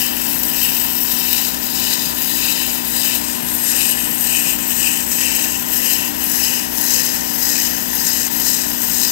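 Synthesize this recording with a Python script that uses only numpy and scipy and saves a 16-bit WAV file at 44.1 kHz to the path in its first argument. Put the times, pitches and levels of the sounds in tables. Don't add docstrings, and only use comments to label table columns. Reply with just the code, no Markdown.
import sys
import numpy as np
from scipy import signal
from scipy.fft import rfft, irfft, next_fast_len
from scipy.io import wavfile
from scipy.ndimage import uniform_filter1d

SR = 44100
rng = np.random.default_rng(int(sys.argv[2]) if len(sys.argv) > 2 else 0)


def waveform_to_disk(signal):
    frames = np.transpose(np.atleast_2d(signal))
    scaled = np.clip(frames, -1, 1) * 32767
    samples = np.round(scaled).astype(np.int16)
    wavfile.write(sys.argv[1], SR, samples)


N = 401751
TIME = np.arange(N) / SR
MAINS_HZ, LAP_S, CUTOFF_HZ = 60, .171, 15780
UNEVEN_DB, UNEVEN_PER_S = 0.37, 9.5
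TREMOR_DB, TREMOR_PER_S = .3, 34

# bite_s (deepest), rise_s, fall_s,
# flex_db (low blade flex), scrape_db, hiss_db (at the edge)
SERRATIONS = [(-0.004, 0.12, 0.18, -23.5, -19.6, -15.5), (0.615, 0.13, 0.21, -23.5, -21, -17.0),
              (1.359, 0.209, 0.099, -24.2, -18.5, -16), (1.892, 0.15, 0.15, -26.5, -18.5, -18.5),
              (2.439, 0.14, 0.24, -23, -18.5, -17), (3.055, 0.081, 0.16, -21.8, -16.5, -17.5),
              (3.774, 0.128, 0.18, -22.5, -15.5, -17), (4.315, 0.083, 0.16, -21, -15.5, -17),
              (4.836, 0.098, 0.13, -21.5, -15.5, -17.5), (5.209, 0.079, 0.249, -21, -16, -18.5),
              (5.856, 0.1, 0.17, -22, -18, -15.9), (6.446, 0.088, 0.11, -21.5, -16, -16),
              (6.912, 0.07, 0.19, -26.7, -15, -16.5), (7.527, 0.075, 0.14, -26.8, -15, -16.0),
              (8.099, 0.094, 0.17, -29.5, -16.5, -17.5), (8.485, 0.06, 0.13, -31.3, -16, -17),
              (9.022, 0.11, 0.19, -30, -15, -16.5)]
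# lag_s, stretch (factor on rise and fall),
# crest (exponent, 1 pointed to 2 round), rest_db (between teeth), follow (dB per dB of pressure),
# lap_db (swing each way over a belt lap), lap_peak_s (into the lap)
RESPONSES = [(0.037, 0.72, 1.2, -34.5, 1.35, .5, 0.069), (0.000067, 1.03, 1.36, -28, 1.1, 0.43, 0.092),
             (-0.066, 1.9, 2.4, -31, 1.07, 0.47, 0.12)]
# centre_s, half_length_s, pressure_db
JERKS = [(0.126, 0.054, -3.4), (0.65, 0.047, 3), (1.59, 0.034, -2), (1.925, .02, 2), (2.143, .02, -4.5),
         (2.498, .013, 1), (2.836, .022, -4.2), (3.21, .04, -4), (3.81, .013, 2.5), (4.49, .03, 3.5),
         (4.57, 0.014, -3.5), (5.058, 0.025, -3.9), (5.643, .07, -3), (5.914, 0.018, 1.5), (6.145, .05, -3),
         (6.712, .04, -2), (8.298, .02, -7), (8.488, 0.01, 1.5)]
# at_s, looseness (of the edge, 0-1), lean_db (on the frame)
GRIP = [(0, 0.8, 1), (1.5, 0.6, -6.5), (2.0, 0.3, -4.5), (3.5, 0.8, -3), (4.5, 0.2, -4), (6.0, 0.44, 0),
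        (7.0, 0.4, 1.5), (8.2, 0.8, 1), (9.1, 0.75, -6)]
# low_hz, high_hz, gain_db
BLADE_REGISTERS = [(2000, 3300, 0.5), (3300, 9500, 0.48), (9500, 18000, 0.6)]
# pitch_hz, width_hz, level_db (relative within the register),
# crossing_s (contact on the antinode), dwell_s (time to move off)
BLADE_MODES = [(2616, 390, -4.5, 6.4, 5.3), (2972, 360, -3.5, 7.6, 7), (3860, 930, -1.5, 2.38, 1.92),
               (4086, 320, -11.5, 6.8, 3), (5000, 590, -1, 2.5, 2.4), (5160, 800, -0.5, 6.8, 2.55),
               (5620, 210, -8, 1.2, 1.7), (6260, 430, -1.5, 6.9, 2.4), (6660, 230, -2.5, 2.3, 1.1),
               (7110, 3300, 3.5, 4.94, 5.2), (8050, 160, -4.5, 0.71, 1.3), (8055, 660, 3.5, 4.6, 3.03),
               (8370, 120, -8.5, 8.8, 1.1), (8550, 1000, 4, 3.94, 1.37), (10680, 460, -10, 1.6, 2.4),
               (11010, 290, -11.5, 6.57, .75), (11550, 82, -2.5, 3.9, 1.3), (11720, 440, -5, 5.4, 3.4),
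               (12600, 150, -16, 4.9, 7.1), (12410, 250, -7.5, 0.58, 1.2), (12880, 120, -4, 3.8, 0.76),
               (12560, 370, -10, 8.5, .9), (13200, 620, 0.5, 1.4, 1.0), (13150, 5400, 5, 2.6, 1.3),
               (13340, 260, -8.5, 4.6, 3.5), (13960, 400, -6, 1.2, 1.1), (14340, 1200, -0.5, 4.43, 0.71),
               (14550, 410, -4.5, 9.25, 0.54), (14640, 1090, -5.5, 1.3, 1.8), (15400, 2600, -5, 2.2, 9.4)]
# pitch_hz, width_hz, level_db
DIPS = [(3320, 270, -9), (4570, 130, -2.5), (9870, 1050, -2.5)]
# start_s, force_db (peak)
CATCHES = [(0.3034, -9), (0.4349, -2), (0.7195, -15), (0.8664, -12.5), (1.0166, -10), (1.124, -4),
           (1.4541, -13), (1.5454, -6), (2.2458, -3.5), (2.2822, -12.5), (2.9054, -6.5), (4.589, -9),
           (6.2412, -18), (7.2644, -13.5)]
# (per Hz, relative)
RUMBLE_SPECTRUM = [(25, -41), (55, -21), (88, -5.5), (110, -23), (135, -9.5), (165, -7.5), (200, 3.5),
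                   (228, -2.5), (275, 0.5), (340, -2), (390, -11), (700, -14), (1200, -39)]
# pitch_hz, width_hz, level_db, follow (dB per dB of load)
FRAME_MODES = [(500.3, 62, -44, 1), (626.6, 32, -49.5, 0), (935.5, 24, -41, 0), (998, 28, -45, -0.5),
               (1638, 240, -38, 0.26), (1748, 55, -42.5, 0.5), (1886, 260, -32, 0.57)]
# (per Hz, relative)
RUSH_SPECTRUM = [(100, -12), (330, 0), (560, -0.5), (760, 5), (1030, 3), (1150, -3), (1500, 1.5),
                 (2100, -1), (2900, -1.5), (3400, -0.5), (6000, -5), (10000, -11.5), (16000, -23)]
# harmonic (multiple of the mains frequency), level_db
HUM = [(2, -47), (3, -48), (4, -30.5), (5, -34), (6, -40), (7, -43.5), (10, -45.5), (11, -49), (13, -44),
       (14, -52), (15, -39), (16, -40), (17, -50.5), (19, -52), (20, -53), (21, -52.5)]
# pitch_hz, level_db
PULLEYS = [(63.6, -49), (59.5, -46.5)]
# pitch_hz, shadow_db (loss), phase_rad (lag)
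RIGHT_MICROPHONE = [(60.0, 2, 1), (161, 7, 0.34), (255.6, 6, 2.01), (305, 9.5, 2.2), (450.0, 7.5, 3.65),
                    (900.0, 9.5, 3.68), (1800.0, 12, 3.98), (2800.0, 14, 4.23), (5000.0, 20, 4.76),
                    (8000.0, 24, 4.3), (13000.0, 26, 4.7)]
# pitch_hz, share (0-1)
SCATTER = [(60, .05), (160, .4), (270, .25), (500, .45), (950, .22), (2700, .33), (6000, .6), (14000, .75)]


def bite():
    jerks_db = sum(db * np.exp(-((TIME - s) / length) ** 2) for s, length, db in JERKS)
    pressure_db = jerks_db + TREMOR_DB * drift(TREMOR_PER_S)
    drives_db = []
    for k, (lag, stretch, crest, rest_db, follow, lap_db, lap_peak) in enumerate(RESPONSES):
        power = from_db(rest_db) ** 2
        for s, rise, fall, *peaks_db in SERRATIONS:
            age = (TIME - s - lag) / stretch
            away = np.abs(age) / np.where(age < 0, rise, fall)
            power = power + from_db(peaks_db[k]) ** 2 * np.exp(-np.minimum(away ** crest, 20))
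        lap_swing_db = lap_db * np.cos(2 * np.pi * (TIME - lap_peak) / LAP_S)
        grit_db = lap_swing_db + UNEVEN_DB * drift(UNEVEN_PER_S)
        drives_db.append(10 * np.log10(power) + follow * pressure_db + grit_db)
    return drives_db


def grit(per_s=24000, size_db=2.0, flutter_db=1.0, shake_db=5.5, snags_per_s=45, snag=1.0, snag_s=0.0026):
    loose, _ = in_time(GRIP)
    sizes = from_db(size_db * np.minimum(rng.exponential(1, N), 5))
    hits = (rng.random(N) < per_s / SR) * sizes
    jolt = np.cos(np.pi * MAINS_HZ * TIME) ** 20
    contact_db = loose * (flutter_db * drift(97) + shake_db * loose * (jolt - jolt.mean()))
    snag_starts = (rng.random(N) < snags_per_s / SR) * rng.random(N)
    snags = fading(snag_starts, snag_s)
    return hits * from_db(contact_db) * (1 + snag * snags)


def blade(drives_db, node_db=15.0, flicker_db=1.14, register_flicker_db=0.24, deepen=0.55):
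    hits, out = grit(), np.zeros(N)
    for (low, high, gain_db), drive_db in zip(BLADE_REGISTERS, drives_db):
        rings, power = np.zeros(N), 1e-12
        bite_db = drive_db - uniform_filter1d(drive_db, SR)
        for hz, width, db, crossing, dwell in BLADE_MODES:
            if low <= hz < high:
                place_db = node_db * (np.exp(-((TIME - crossing) / dwell) ** 2) - 1)
                depth_db = -deepen * bite_db * np.log2(hz / low)
                weight = from_db(db + place_db + depth_db)
                ring = resonate(hits * rng.standard_normal(N), hz, width)
                rings += weight * rms_one(ring * from_db(flicker_db * drift(19)))
                power = power + weight ** 2
        register = rms_one(blade_echoes(rings / np.sqrt(power)))
        out += from_db(drive_db + gain_db + register_flicker_db * drift(32)) * register
    return out


def blade_echoes(x, count=4):
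    out = x.copy()
    for lag in (rng.uniform(.0015, .007, count) * SR).astype(int):
        strength = .17 * np.tanh(2 * drift(.25))
        out[lag:] += strength[lag:] * x[:-lag]
    return out


def catches(decay_s=0.0011, low_hz=4500):
    force = np.zeros(N)
    for s, db in CATCHES:
        force[round(s * SR)] = from_db(db)
    tear = fading(force, decay_s) * rng.standard_normal(N)
    return signal.sosfilt(signal.butter(2, low_hz, "high", fs=SR, output="sos"), tear)


def spectral_dips(x):
    def dips(f):
        return from_db(sum(db / (1 + (2 * (f - hz) / width) ** 4) for hz, width, db in DIPS))
    return filtered(x, dips)


def belt(level_db=-33.5, speed_wander=.005, lap_db=0.5, pull_db=2.0):
    bumps = rng.standard_normal(round(LAP_S * SR))
    travel = np.cumsum(1 + speed_wander * drift(1)).astype(int)
    lap_force_db = lap_db * np.cos(2 * np.pi * travel / len(bumps))
    force = from_db(lap_force_db + pull_db * np.cos(2 * np.pi * MAINS_HZ * TIME))
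    surface = bumps[travel % len(bumps)] + .4 * rng.standard_normal(N)
    return from_db(level_db) * coloured(force * surface, RUMBLE_SPECTRUM) + splice()


def splice(level_db=-37.0, start_hz=143, glide_hz_per_s=900, rise_s=0.022, uneven_db=3.0):
    lap, age = np.divmod(TIME, LAP_S)
    strength, start = rng.standard_normal((int(lap[-1]) + 1, 2))[lap.astype(int)].T
    swell = (age / rise_s * np.exp(1 - age / rise_s)) ** 2
    turns = start_hz * age + glide_hz_per_s * age ** 2 / 2 + start
    return from_db(level_db + uneven_db * strength) * swell * np.sqrt(2) * np.sin(2 * np.pi * turns)


def frame(scrape_db, rush_db=-27.5, rattle_db=1.22):
    _, lean_db = in_time(GRIP)
    load_db = scrape_db - scrape_db.mean() + lean_db
    rings = 0
    for hz, width, db, follow in FRAME_MODES:
        ring = rms_one(resonate(rng.standard_normal(N), hz, width))
        rings = rings + from_db(db + follow * load_db) * ring
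    rush = from_db(rush_db) * coloured(rng.standard_normal(N), RUSH_SPECTRUM)
    return (rings + rush) * rms_one(from_db(rattle_db * drift(70)))


def motor(waver_db=.5, slip_hz=0.304, dispersion_turns=.035):
    hum = 0
    for k, db in HUM:
        turns = round(k) * MAINS_HZ * TIME - dispersion_turns * k * k
        hum = hum + from_db(db + waver_db * drift(2.9)) * np.cos(2 * np.pi * turns)
    for hz, db in PULLEYS:
        turns = np.cumsum(hz + slip_hz * drift(1)) / SR + rng.random()
        hum = hum + from_db(db) * np.cos(2 * np.pi * turns)
    return np.sqrt(2) * hum


def reflections(x, t60, first_s):
    t = np.arange(SR // 3) / SR
    tail = rng.standard_normal(len(t)) * from_db(-60 * t / t60) * (t > first_s)
    return signal.fftconvolve(x, tail / np.linalg.norm(tail))[:N]


def microphones(x, room_db=-14.5, room_t60=0.1):
    def share(hz):
        return np.clip(at_hz(SCATTER, hz)[0], 0, 1)
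    left = rms_one(x + from_db(room_db) * reflections(x, room_t60, first_s=0.0029)) * x.std()
    direct = filtered(left, lambda hz: np.sqrt(1 - share(hz)) * right_phase(hz))
    echoes = filtered(reflections(x, room_t60, first_s=0.0053), lambda hz: np.sqrt(share(hz)))
    return np.array([left, filtered(direct + echoes, right_shadow)])


def standing_field(x):
    return np.array([x, filtered(x, lambda hz: right_shadow(hz) * right_phase(hz))])


def right_shadow(hz):
    return from_db(-at_hz(RIGHT_MICROPHONE, hz)[0])


def right_phase(hz):
    return np.exp(-1j * at_hz(RIGHT_MICROPHONE, hz)[1])


def from_db(db):
    return 10 ** (np.asarray(db) / 20)


def rms_one(x):
    return x / np.sqrt(np.mean(x ** 2) + 1e-20)


def in_time(rows):
    s, *columns = np.transpose(rows)
    return [np.interp(TIME, s, c) for c in columns]


def at_hz(rows, hz):
    points, *columns = np.transpose(rows)
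    return [np.interp(np.log(hz), np.log(points), c) for c in columns]


def filtered(x, response):
    size = next_fast_len(N + 4096)
    hz = np.maximum(np.arange(size // 2 + 1) * SR / size, 1)
    return irfft(rfft(x, size) * response(hz), size)[:N]


def coloured(x, spectrum):
    return rms_one(filtered(x, lambda hz: from_db(at_hz(spectrum, hz)[0])))


def drift(rate):
    r = np.exp(-40 * np.pi * rate / SR)
    noise = rng.standard_normal(N // 20 + 4002)
    slow = signal.lfilter([1], [1, -2 * r, r * r], noise)[4000:]
    return np.interp(np.arange(N) / 20, np.arange(len(slow)), rms_one(slow))


def fading(x, decay_s):
    return signal.lfilter([1], [1, -np.exp(-1 / (decay_s * SR))], x + 1e-18)


def resonate(x, hz, width):
    r = np.exp(-np.pi * width / SR)
    section = [(1 - r * r) / 2, 0, (r * r - 1) / 2, 1, -(1 + r * r) * np.cos(2 * np.pi * hz / SR), r * r]
    return signal.sosfilt([section, section], x + 1e-18)


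def scene():
    flex_db, scrape_db, hiss_db = bite()
    knife = spectral_dips(blade([flex_db, scrape_db, hiss_db]) + catches())
    return microphones(knife + belt() + frame(scrape_db)) + standing_field(motor())


def record(dry):
    rounded = dry / (1 + (dry / .95) ** 6) ** (1 / 6)

    def top_cut(hz):
        return np.clip((CUTOFF_HZ - hz) / 100 + .5, 0, 1)
    return np.array([filtered(channel, top_cut) for channel in rounded])


dry = scene()
out = record(dry)
waveform_to_disk(out)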